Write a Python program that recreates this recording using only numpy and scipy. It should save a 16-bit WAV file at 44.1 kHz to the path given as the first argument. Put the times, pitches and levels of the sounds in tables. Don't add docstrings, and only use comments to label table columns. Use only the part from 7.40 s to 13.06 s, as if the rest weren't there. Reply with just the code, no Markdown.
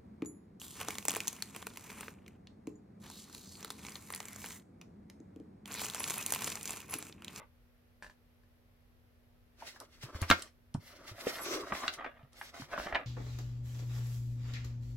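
import sys
import numpy as np
from scipy import signal
from scipy.fft import rfft, irfft
from scipy.io import wavfile
from scipy.ndimage import uniform_filter1d, map_coordinates

SR = 44100
rng = np.random.default_rng(int(sys.argv[2]) if len(sys.argv) > 2 else 0)


def to_wav(s):
    ch = np.atleast_2d(s).T
    pcm = np.round(np.clip(ch, -1, 1) * 32767)
    wavfile.write(sys.argv[1], SR, pcm.astype(np.int16))


N = 249606
T = np.arange(N) / SR
SHORT = T[:SR // 4]

# t/s, peak level/dB
COVER_CLAPS = [(2.9128, -3.5), (2.9215, -26.5)]
# f/Hz, relative level/dB, t60/s
COVER_MODES = [(720, -16, .045), (921, -19, .06), (1270, -9, .026), (1400, 0, .052), (1570, -2, .034),
               (1830, -10, .04), (2150, -8, .05), (2751, -23, .04), (3085, -21, .04), (3854, -18, .045),
               (4393, -20, .04)]
def cover_clap():
    return strikes(COVER_CLAPS, COVER_MODES, crack=0.065, crack_s=0.0045, crack_hz=3006)


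# t/s, peak level/dB, f/Hz
SOFT_BLOWS = [(2.637, -34.5, 126.6), (2.75, -29, 76.3), (2.819, -21, 84.8), (2.902, -18, 288.1),
              (2.905, -20.5, 86.5), (3.347, -23.5, 153.1), (3.349, -32, 290), (3.357, -38, 250),
              (3.371, -35.5, 99), (3.715, -39, 106.1), (3.869, -16.5, 450.5), (4.32, -33.5, 203),
              (4.331, -38.5, 70.3), (4.832, -44, 131.7), (5.198, -37.5, 274), (5.219, -39, 135.5),
              (5.379, -41, 187), (5.398, -38.5, 57.3), (5.46, -40.5, 189.3), (5.53, -34.5, 62.1)]
def thumps(cycles=8.9, overtone_db=-20, attack_s=0.0012):
    out = np.zeros(N)
    for s, db, hz in SOFT_BLOWS:
        t60 = cycles / hz
        swings = ring([(hz, 0, t60), (2.3 * hz, overtone_db, t60 / 2)])
        add(out, s, db, swings * (1 - np.exp(-SHORT / attack_s)))
    return out


# t/s, peak level/dB, centre f/Hz, decay time/s
PAGE_SNAPS = [(2.221, -36, 540, 0.0073), (2.361, -45.5, 850, .009), (2.402, -34.5, 6900, 0.00106),
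              (2.405, -42, 640, .016), (2.746, -35.5, 843, 0.00137), (2.817, -27.5, 7150, 0.00335),
              (2.826, -30, 1290, 0.0123), (2.9, -15.5, 950, 0.00185), (2.902, -9.5, 2444, 0.00084),
              (2.903, -18.5, 8055, 0.002), (2.911, -15, 2522, 0.0033), (2.913, -20, 420, .005),
              (2.924, -25.5, 1696, 0.01), (2.995, -40.5, 5800, .001), (3.022, -31, 5510, 0.0027),
              (3.342, -41, 5000, 0.00332), (3.347, -36, 598, 0.00843), (3.871, -31.5, 1590, 0.0038),
              (3.956, -34.5, 2900, 0.0035), (3.985, -33.5, 946, 0.0195), (4.271, -36.5, 745, 0.00222),
              (4.322, -22, 965, 0.00366), (4.35, -29.5, 1240, 0.00244), (4.48, -16.5, 2300, 0.00206),
              (4.538, -35.5, 5290, 0.0045), (4.586, -39, 1000, .005), (4.607, -34.5, 1017, 0.01),
              (4.644, -31.5, 1280, .007), (4.829, -59, 1800, .009), (4.931, -52, 5400, 0.00212),
              (5.013, -29.5, 1310, 0.0038), (5.221, -34.5, 800, 0.00096), (5.332, -29, 933, 0.00515),
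              (5.378, -24, 790, 0.0027), (5.399, -25.5, 890, 0.00103), (5.469, -31.5, 740, 0.0035),
              (5.525, -25, 1106, .004), (5.547, -25.5, 1600, 0.0041), (5.554, -18.5, 1330, 0.00605)]
def snaps(octaves=1.88, crumple=0.29, edge_db=-58, fold_share=0.23):
    out = np.zeros(N)
    half_band = 2 ** (octaves / 2)
    for s, db, hz, decay_s in PAGE_SNAPS:
        folds = rng.standard_normal(len(SHORT)) * (rng.random(len(SHORT)) < fold_share)
        push = crumple * folds / np.sqrt(fold_share) * np.exp(-SHORT / decay_s)
        push[0] += 1
        band = butter(push, 3, [hz / half_band, min(hz * half_band, SR / 2.2)], "band")
        add(out, s, db, band + undb(edge_db) * push)
    return out


# t/s, relative hiss level/dB, relative drone level/dB
FIRST_PAGE = [(3.4, -78.5, -73.5), (3.482, -61.5, -70.5), (3.66, -66, -65), (3.68, -53.5, -62),
              (3.726, -67, -66), (3.88, -47.5, -56.5), (4.014, -55.5, -54), (4.02, -49, -55),
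              (4.174, -49, -52), (4.228, -59, -53), (4.328, -56, -50.5), (4.462, -56, -58),
              (4.482, -48, -55), (4.512, -64, -62), (4.538, -52, -69), (4.6, -81.5, -58)]
SECOND_PAGE = [(4.92, -83, -77.5), (4.924, -78.5, -76), (5.022, -58.5, -75.5), (5.13, -67.5, -76.5),
               (5.172, -49, -77), (5.298, -69, -65), (5.342, -56.5, -62.5), (5.476, -56, -54.5),
               (5.506, -69, -58.5), (5.562, -79, -48.5), (5.62, -95, -56)]
def pulls(hiss_db=4.5, drone_db=5.5, second_hiss_db=-2):
    first, second = np.transpose(FIRST_PAGE), np.transpose(SECOND_PAGE)
    hiss = envelope(first[0], first[1]) + undb(second_hiss_db) * envelope(second[0], second[1])
    drone = envelope(first[0], first[2]) + envelope(second[0], second[2])
    return np.array([undb(hiss_db) * hiss, undb(drone_db) * drone])


# start t/s, length/s, relative hiss level/dB, relative drone level/dB
HAND_BRUSHES = [(2.205, .06, -58, -58.5), (2.272, 0.074, -52, -60.5), (2.395, 0.0553, -65, -57),
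                (2.527, 0.06, -64, -68), (2.631, 0.0225, -45.5, -56), (2.68, .05, -68, -51),
                (2.759, 0.03, -52, -54.5), (2.827, 0.021, -53, -49.5), (2.899, .15, -44.5, -46)]
def brushes(attack_s=0.032, slowing_db_per_s=89.5, release_s=0.055):
    hiss, drone = np.zeros((2, N))
    for s, length, hiss_db, drone_db in HAND_BRUSHES:
        t = T - s
        attack_db = 20 * np.maximum(-t, 0) / attack_s
        slowing_db = slowing_db_per_s * np.clip(t, 0, length)
        release_db = 20 * np.maximum(t - length, 0) / release_s
        shape = undb(-np.minimum(attack_db + slowing_db + release_db, 200))
        hiss += undb(hiss_db) * shape
        drone += undb(drone_db) * shape
    return np.array([hiss, drone])


# f/Hz, relative level/dB
HISS_SPECTRUM = [(200, -25), (600, -5), (1100, -7), (2000, 5), (2600, 0), (4000, 1.5), (5900, 0.5),
                 (6800, -5.5), (7800, -5.5), (9500, -11.5), (12000, -4), (13000, -21.5), (16000, -6.5)]
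DRONE_SPECTRUM = [(100, -29), (200, -14.5), (280, -7.5), (400, -6), (520, -5.5), (800, -22.5), (1160, -15),
                  (1500, -19), (4000, -54.5)]
# t/s, lag of the left microphone/samples
RUB_POSITION = [(2.7, -4.5), (3.4, 1.5), (3.92, 5.5), (4.03, -5.5), (4.55, -3.5), (5.0, 7), (5.5, 1.5)]
def sliding(hiss_db=1.0, drone_db=-3, flutter_db=3.5, shudder_db=4.5):
    direct, left, right = (curling(colour(slips(9700, scatter_db=3), HISS_SPECTRUM)) for _ in range(3))
    lag = np.interp(T, *np.transpose(RUB_POSITION)) / 2
    hiss = np.array([delayed(direct, lag) + left, delayed(direct, -lag) + right])
    mid, side = (curling(colour(slips(4000, scatter_db=1), DRONE_SPECTRUM)) for _ in range(2))
    drone = spread(mid, side, wide_hz=690, width=0.28)
    hiss_gain, drone_gain = brushes() + pulls()
    flutter = undb(hiss_db + flutter_db * walk(45))
    shudder = undb(drone_db + shudder_db * walk(70))
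    return unit(hiss) * hiss_gain * flutter + unit(drone) * drone_gain * shudder


# sharpest bend t/s, level/dB, time to fall 20 dB/s
SHEET_BENDS = [(.003, -51, 0.0483), (.3, -74.5, 0.0052), (2.225, -54, 0.0582), (2.88, -57, .04),
               (3.01, -54, .075), (3.79, -53, .05), (4.335, -47, 0.1693), (4.441, -45.5, 0.0712),
               (4.599, -44.5, .055), (4.662, -40.5, 0.0457), (4.765, -60.5, 0.15), (5.145, -50, 0.0219),
               (5.34, -39, 0.0689), (5.39, -42.5, 0.0355), (5.465, -44, 0.0465), (5.557, -36.5, 0.0884),
               (5.61, -54, 0.0318)]
# f/Hz, relative level/dB
CRINKLE_SPECTRUM = [(120, -12), (300, -2.5), (550, -1.5), (1300, -2), (2100, -5.5), (2700, -14.5),
                    (3400, -16), (4500, -35), (12000, -56.5)]
def bending(buckles_per_s=330, drag_db=-6.5, rise_share=0.574):
    pull_hiss, _ = pulls()
    strain = undb(drag_db) * pull_hiss
    for s, db, fall_s in SHEET_BENDS:
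        away = np.maximum((s - T) / rise_share, T - s) / fall_s
        strain += undb(db - 20 * np.minimum(away, 10))
    crinkle = colour(slips(buckles_per_s, scatter_db=1.5), CRINKLE_SPECTRUM)
    return curling(crinkle, echo=0.664, drift_s=0.000171, rate=9) * strain


# middle t/s, length/s, centre f/Hz, bandwidth/Hz, level/dB
PAPER_SQUEAKS = [(3.478, 0.191, 11670, 4660, -66), (3.92, 0.424, 11720, 4540, -54.5),
                 (4.032, 0.0637, 11410, 700, -44), (4.018, 0.178, 7860, 600, -56),
                 (4.1, 0.23, 13300, 2200, -57.5), (4.11, 0.25, 5900, 900, -46.5),
                 (4.145, 0.276, 382, 133, -39), (4.145, 0.351, 1141, 139, -46.5),
                 (4.295, 0.07, 5500, 3500, -60), (4.412, 0.07, 7200, 2000, -55),
                 (5.02, 0.15, 10500, 5000, -60)]
def squeaks():
    out = np.zeros((2, N))
    for s, length, hz, width_hz, db in PAPER_SQUEAKS:
        band_hz = [max(hz - width_hz / 2, 50), hz + width_hz / 2]
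        mid, side = (butter(slips(4500, scatter_db=1.5) + 1e-18, 2, band_hz, "band") for _ in range(2))
        stroke = np.cos(np.pi * np.clip((T - s) / length, -.5, .5)) ** 2
        out += unit(spread(mid, side, wide_hz=1380, width=0.96)) * undb(db) * stroke
    return out


# t/s, peak level/dB
SMALL_CLICKS = [(.6245, -34.5), (.634, -43), (.645, -38.5), (.665, -41.5), (.698, -44), (1.035, -60)]
# f/Hz, relative level/dB, t60/s
CLICK_MODES = [(602, -11.5, 0.086), (1030, -1.5, 0.027), (1651, 5, 0.0151), (1746, -0.5, 0.043),
               (2327, -7, 0.0154), (4390, 1.5, 0.0026), (8100, -19, 0.0035)]
def clicks():
    return strikes(SMALL_CLICKS, CLICK_MODES, crack=0.334, crack_s=0.0195, crack_hz=3520)


def room(x, early_db=-7, early_s=0.0082, late_db=-13, t60=0.2, lag_samples=1.2):
    t = T[:SR // 2]
    early = undb(early_db) * unit(np.exp(-t / early_s)) * (t > .001)
    late = undb(late_db) * unit(np.exp(-np.log(1000) * t / t60) * (t > .008))
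    # f/Hz, relative level/dB
    tone = [(60, -7), (200, 0), (500, -4.0), (1400, 0.0), (2200, -1), (5000, -1.5), (14000, -3.5)]
    mid, side = (colour(rng.standard_normal(len(t)) * (early + late), tone) for _ in range(2))
    echo = spread(mid, side, wide_hz=500, width=1.175) / np.sqrt(len(t))
    left = irfft(rfft(x) * np.exp(-2j * np.pi * np.fft.rfftfreq(N) * lag_samples), N)
    return np.array([left, x]) + signal.fftconvolve(x[None], echo, axes=1)[:, :N]


# f/Hz, relative level/dB
AIR_SPECTRUM = [(12, -25), (25, -17.5), (40, 1), (60, -7), (88, -2), (130, -11), (190, -20), (300, -22.5),
                (480, -19.5), (900, -29.5), (1900, -31), (5500, -41), (7200, -47.5), (9500, -46.5),
                (11800, -37.5), (13000, -40.5), (16000, -46.5)]
def background(air_db=-65.5, hum_hz=241.5, hum_db=-73.5):
    mid, side, apart = (colour(rng.standard_normal(N), AIR_SPECTRUM) for _ in range(3))
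    air = spread(mid, side, wide_hz=550, width=0.958) + 0.42 * apart * np.array([[1], [-1]])
    hum = np.sqrt(2) * np.sin(2 * np.pi * hum_hz * T)
    return unit(air) * undb(air_db) + hum * undb(hum_db)


def strikes(events, modes, crack, crack_s, crack_hz):
    out = np.zeros(N)
    for s, db in events:
        noise = unit(butter(rng.standard_normal(len(SHORT)), 1, crack_hz, "low"))
        add(out, s, db, ring(modes) + crack * noise * np.exp(-SHORT / crack_s))
    return out


def ring(modes, detune=0.004):
    out = np.zeros(len(SHORT))
    for hz, db, t60 in modes:
        hz *= 1 + detune * rng.standard_normal()
        out += undb(db) * np.sin(2 * np.pi * hz * SHORT) * np.exp(-np.log(1000) * SHORT / t60)
    return out


def slips(per_s, scatter_db):
    impulses = (rng.random(N) < per_s / SR) * rng.choice([-1, 1], N)
    return unit(impulses * undb(scatter_db * np.minimum(rng.exponential(size=N), 3)))


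def curling(x, echo=0.64, drift_s=.00007, rate=7):
    mirrored = sum(rng.choice([-1, 1]) * delayed(x, SR * (path_s + drift_s * walk(rate)))
                   for path_s in (.0009, .0017, .0031))
    return unit(x + echo * mirrored)


def spread(mid, side, wide_hz, width):
    return mid + width * butter(side, 1, wide_hz, "high") * np.array([[1], [-1]])


def colour(x, points, size=8192):
    hz, db = np.transpose(points)
    gain = undb(np.interp(np.log(np.fft.rfftfreq(size, 1 / SR) + 1), np.log(hz), db))
    cepstrum = irfft(np.log(gain))
    cepstrum[1:size // 2] *= 2
    cepstrum[size // 2 + 1:] = 0
    return signal.fftconvolve(x, irfft(np.exp(rfft(cepstrum))))[:len(x)]


def butter(x, order, hz, kind):
    return signal.sosfilt(signal.butter(order, hz, kind, fs=SR, output="sos"), x)


def delayed(x, lag):
    return map_coordinates(x, [np.arange(N) - lag], order=3, prefilter=False)


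def walk(rate):
    hold = int(SR / rate)
    steps = rng.uniform(-1.08, 1, N)[:N // hold + 1]
    return unit(uniform_filter1d(np.repeat(steps, hold), hold)[:N])


def add(track, s, db, sound):
    start = int(s * SR)
    peak = 2 * np.sqrt(uniform_filter1d(sound ** 2, size=88).max())
    track[start:start + len(sound)] += (sound * undb(db) / peak)[:N - start]


def envelope(s, db):
    return undb(np.interp(T, s, db, left=-140, right=-140))


def undb(db):
    return 10 ** (np.asarray(db) / 20)


def unit(x):
    return x / np.sqrt(np.mean(x ** 2))


def scene():
    transients = cover_clap() + clicks() + bending() + snaps() + thumps()
    return room(transients) + sliding() + squeaks() + background()


def record(dry, top_hz=15850):
    return signal.sosfilt(signal.ellip(10, .2, 70, top_hz, fs=SR, output="sos"), dry)


dry = scene()
out = record(dry)
to_wav(out)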